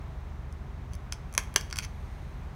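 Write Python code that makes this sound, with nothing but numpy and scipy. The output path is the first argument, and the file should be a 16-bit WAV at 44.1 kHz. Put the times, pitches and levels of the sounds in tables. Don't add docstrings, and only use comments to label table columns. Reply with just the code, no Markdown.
import sys
import numpy as np
from scipy import signal
from scipy.fft import rfft, irfft, next_fast_len
from scipy.io import wavfile
from scipy.ndimage import map_coordinates

SR = 44100
rng = np.random.default_rng(int(sys.argv[2]) if len(sys.argv) > 2 else 0)


def generate_wav(sig):
    pcm = np.round(np.clip(np.atleast_2d(sig).T, -1, 1) * 32767).astype(np.int16)
    wavfile.write(sys.argv[1], SR, pcm)


N = 112455


def amp(db):
    return 10 ** (np.asarray(db) / 20)


def unit(x):
    return x / np.sqrt(np.mean(x ** 2) + 1e-20)


def along(curve, hz):
    freqs, values = np.transpose(curve)
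    return np.interp(np.log(hz + 1), np.log(freqs + 1), values)


def below(hz, edge_hz, order):
    return 1 / (1 + (hz / edge_hz) ** order)


def filtered(x, response):
    size = next_fast_len(len(x) + 4096)
    return irfft(rfft(x, size) * response(np.fft.rfftfreq(size, 1 / SR)), size)[:len(x)]


def equalise(x, curve):
    return filtered(x, lambda hz: amp(along(curve, hz)))


def noise(curve):
    return unit(equalise(rng.standard_normal(N), curve))


def wobble(knots_per_s):
    position = np.arange(N) * knots_per_s / SR + 2
    return map_coordinates(rng.standard_normal(256), [position], mode="mirror")


def add(track, start_s, sound):
    i = round(start_s * SR)
    track[i:i + len(sound)] += sound[:N - i]


# f/Hz, level/dB
HUM_TONES = [(37, -48.5), (50.8, -46.5), (60, -55), (74, -45.5), (78.7, -54), (97.2, -53), (123.6, -52.5),
             (139, -60), (147, -59.5), (172.5, -65), (394, -68)]
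# f/Hz, relative level/dB
RUMBLE_EQ = [(20, -31), (32, -13), (45, -5), (62, 3), (90, -3.5), (116, -7), (142, -3.5), (160, -10),
             (172, -8), (230, -12), (290, -20), (600, -42), (1500, -120)]


def machine_hum(drift_rad=0.18, waver_db=1, rumble_db=-45):
    t = np.arange(N) / SR
    hum = np.zeros(N)
    for hz, db in HUM_TONES:
        peak = np.sqrt(2) * amp(db + waver_db * wobble(2.4))
        phase = 2 * np.pi * (hz * t + rng.random()) + drift_rad * wobble(3)
        hum += peak * np.sin(phase)
    return hum + amp(rumble_db) * noise(RUMBLE_EQ)


# f/Hz, relative level/dB
AIR_EQ = [(150, -22), (260, -7), (320, -3.5), (390, -1.5), (500, -6), (650, -3), (1100, -4.5),
          (1600, -10.5), (2100, -12), (2900, -19.5), (3800, -21), (4900, -27), (6200, -26.5), (7700, -33),
          (9000, -32.5), (10300, -39), (11100, -37), (16000, -37)]
# t/s, level/dB
AIR_RIDE = [(0.0, -54), (0.46, -56), (0.77, -56), (1.62, -54), (1.89, -55.5), (2.55, -54)]


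def room_tone(level_db=-53, ride_depth=.7):
    ride_db = np.interp(np.arange(N) / SR, *np.transpose(AIR_RIDE))
    return amp(level_db + ride_depth * (ride_db - ride_db.mean())) * noise(AIR_EQ)


# f/Hz, T60/s
REVERB_DECAY = [(300, 0.45), (2500, 0.38), (6000, 0.33), (11000, 0.3), (16000, 0.43)]
# f/Hz, level/dB
REVERB_EQ = [(300, 1), (1500, 2), (3500, 0), (6000, -3.5), (11000, -3.5), (16000, -3.5)]


def in_room(x, tail_db=-15.5, early_db=-11, early_t60_s=.09, predelay_s=.004):
    hz, frame_s, bands = signal.stft(rng.standard_normal(SR // 2), SR, nperseg=256)
    decay = amp(-60 * frame_s / along(REVERB_DECAY, hz)[:, None])
    tail = signal.istft(bands * decay, SR, nperseg=256)[1]
    t = np.arange(len(tail)) / SR
    early = rng.standard_normal(len(t)) * amp(-60 * t / early_t60_s)
    reverb = (amp(tail_db) * unit(tail) + amp(early_db) * unit(early)) / np.sqrt(len(t))
    impulse_response = np.r_[1, np.zeros(round(predelay_s * SR)), equalise(reverb, REVERB_EQ)]
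    return signal.fftconvolve(x, impulse_response)


# f/Hz, relative level/dB
LEATHER_EQ = [(500, -26), (2200, 3.5), (3000, -10), (4200, -4), (5000, -15), (6300, -8), (7700, -19),
              (8900, -9.5), (10200, -28), (11200, -12.5), (15000, -29)]


def leather_rub(peak_s=2.125, rise_s=.37, fall_s=.24, level_db=-64):
    t = np.arange(N) / SR - peak_s
    swell = np.exp(-(t / np.where(t < 0, rise_s, fall_s)) ** 2 / 2)
    return amp(level_db) * swell * noise(LEATHER_EQ)


# t/s, length/s, level/dB
SCRAPE_CUES = [(0.915, 0.043, -63), (1.8202, 0.036, -42)]
# f/Hz, relative level/dB
GRIT_EQ = [(300, -14), (1500, -7), (2300, 3.5), (3800, -13), (4700, 1.5), (5100, -14), (6200, 6.5),
           (7600, -28), (9800, -7), (13000, -25), (15500, -15)]


def scraping(grains_per_s=1800):
    track = np.zeros(N)
    t = np.arange(SR // 10) / SR
    for start_s, length_s, db in SCRAPE_CUES:
        grains = rng.standard_normal(len(t)) * (rng.random(len(t)) < grains_per_s / SR)
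        grit = unit(equalise(grains, GRIT_EQ))
        stroke = np.sqrt(np.abs(np.sin(np.pi * np.minimum(t / length_s, 1))))
        add(track, start_s, amp(db) * in_room(stroke * grit))
    return track


def fracture(t, length_ms, attack_s=.00012, release_s=.0006):
    since_release = np.maximum(t - length_ms / 1000, 0)
    envelope = (1 - np.exp(-t / attack_s)) * np.exp(-since_release / release_s)
    burst = rng.standard_normal(len(t))
    for _ in range(6):
        burst = irfft(np.exp(1j * np.angle(rfft(burst * envelope))))
    return burst * np.minimum(1, 10 * envelope)


def ringing(gain):
    cepstrum = irfft(np.log(gain + 1e-6))
    half = len(cepstrum) // 2
    causal = np.r_[cepstrum[0], 2 * cepstrum[1:half], np.zeros(half)]
    return irfft(np.exp(rfft(causal)))


# f/Hz, relative level/dB
SNAP_EQ = [(120, -25), (300, -20.5), (900, -19), (2700, -18), (3700, -11.5), (5500, -17.5), (7300, -12.5),
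           (11000, -20), (12300, -21), (15500, -22.5)]
# f/Hz, half width/Hz, relative level/dB at five places along the edge
STONE_MODES = [(392, 78, -20, -16, -14, -21, -7), (604, 133, -6, -16, -17, -21, -13.5),
               (1090, 180, -2.5, -4.5, -4.5, -6, -5), (1447, 93, -14, -1.5, 0.5, -2, -22.5),
               (1694, 170, -2, -12, -5.5, -10, 0.5), (2230, 210, -0.5, -7, -3, -3, -5.5),
               (2510, 180, -3.5, -4.5, -14, 0, -16), (2870, 110, -24, -22, -17, -9, -2.5),
               (3240, 110, -5.5, 0, -20, 1.5, -1), (4595, 152, -10.5, -4, 0.5, 1, -2),
               (5270, 220, -19.5, 1.5, 1, -5.5, -9), (5690, 186, 1.5, -7, 1, -8, -3),
               (6130, 154, -1, 2, -12, -0.5, 4), (6320, 280, 1, -9, -23, -12, -5.5),
               (7700, 200, -16, -13.5, -6, -8, -8.5), (8900, 175, -8, -8, -5, -2, -16),
               (9860, 220, -8.5, -10, -19, -16, -14), (10580, 200, -12, -7.5, -14, -10.5, -7.5),
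               (11020, 190, -3.5, -10.5, -12, -9, -10.5), (13600, 225, -16, -22, -22, -11, -25)]
# f/Hz, half width/Hz, level/dB
STONE_NOTCHES = [(3740, 260, -4), (7800, 180, -1.5), (9130, 180, -4.5), (12300, 300, -1)]


def crack(thud_db, bass_db, treble_db, top_db, place, length_ms, makeup_db=15.5):
    t = np.arange(2048) / SR
    hz = np.fft.rfftfreq(len(t), 1 / SR)
    power = amp(along(SNAP_EQ, hz)) ** 2
    for centre_hz, width_hz, *levels_db in STONE_MODES:
        mode_db = np.interp(place, np.linspace(0, 1, len(levels_db)), levels_db)
        power += (amp(mode_db) / (1 + ((hz - centre_hz) / width_hz) ** 2)) ** 2
    notches_db = sum(db * np.exp(-((hz - centre_hz) / width_hz) ** 2)
                     for centre_hz, width_hz, db in STONE_NOTCHES)
    shelves_db = (thud_db * below(hz, edge_hz=890, order=6)
                  + bass_db * below(hz, edge_hz=2200, order=4)
                  + treble_db * (1 - below(hz, edge_hz=7460, order=10))
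                  + top_db * (1 - below(hz, edge_hz=10000, order=24)))
    stone = ringing(np.sqrt(power) * amp(makeup_db + notches_db + shelves_db))
    return signal.fftconvolve(fracture(t, length_ms), stone)


# t/s, relative level/dB, thud/dB, bass/dB, treble/dB, top/dB,
# place along the edge (0-1), fracture length/ms
CRACK_CUES = [(0.5256, -38, -16, -10, 9.5, -7, .28, .8), (0.9335, -30, -3, -11, 3, -0.5, .95, 1.9),
              (0.9416, -35, -3, -10, 1, 1, .9, 0.87), (0.9520, -34.5, 6, -4, 5.5, 2, .25, 0.66),
              (1.1231, -12.5, 3.5, -2.5, 1.5, -7, .25, 2.1), (1.132, -27, 0, -5, 4, -2, .1, 1.6),
              (1.3270, -32.5, 2, -8, 2, -1, .03, 0.56), (1.3391, -29.5, 2, 0, 9, -1, .05, .8),
              (1.3504, -23.5, -7, 4.5, 9, -7, 0, 0.39), (1.3778, 0, -1.5, 0.5, 0, -1, 0.03, 1.7),
              (1.4364, -32, 0, -8, -4, 6, .1, 0.71), (1.5410, -32.5, -13, 9.5, 9, 2, .85, 0.55),
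              (1.56, 3, 1.5, -0.5, 0, -0.5, 1, 2.3), (1.6092, -21.5, 0, -7, -1.5, 6, 0.5, 3),
              (1.7010, -30.5, 2, -7, -1, -1, .95, 1.35), (1.7103, -26, -12, 2, -2, -5, .8, 0.94),
              (1.7269, -13.5, -9, 2.5, -7.5, 0, .5, 1.2), (1.7336, -37, -7.5, 17, -8, 0, .5, 1.55),
              (1.739, -31, 2, 10, -8, -2, .5, 0.77), (1.7580, -20, 2, -1, -1, 0, .75, 2.4),
              (1.7686, -19, -3, 1, 3.5, -5, .38, 1.65), (1.779, -25, -5, -8, -1, 4, 1, .8),
              (1.784, -26, 4, 2, 5, 0, .1, 1), (1.787, -7.5, -4, -2, -1, -2, .75, 1.4),
              (1.7961, -24, -9, 8, -3, -2, .65, 1.6), (1.8472, -21, -6, -1.5, -4.5, 0, .2, 4.5)]


def flaking():
    track = np.zeros(N)
    for start_s, db, *character in CRACK_CUES:
        add(track, start_s, amp(db) * in_room(crack(*character)))
    return track


def scene():
    return (flaking() + scraping() + leather_rub() + machine_hum() + room_tone())[None]


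def record(dry):
    return np.array([filtered(x, lambda hz: below(hz, edge_hz=15900, order=120)) for x in dry])


dry = scene()
out = record(dry)
generate_wav(out)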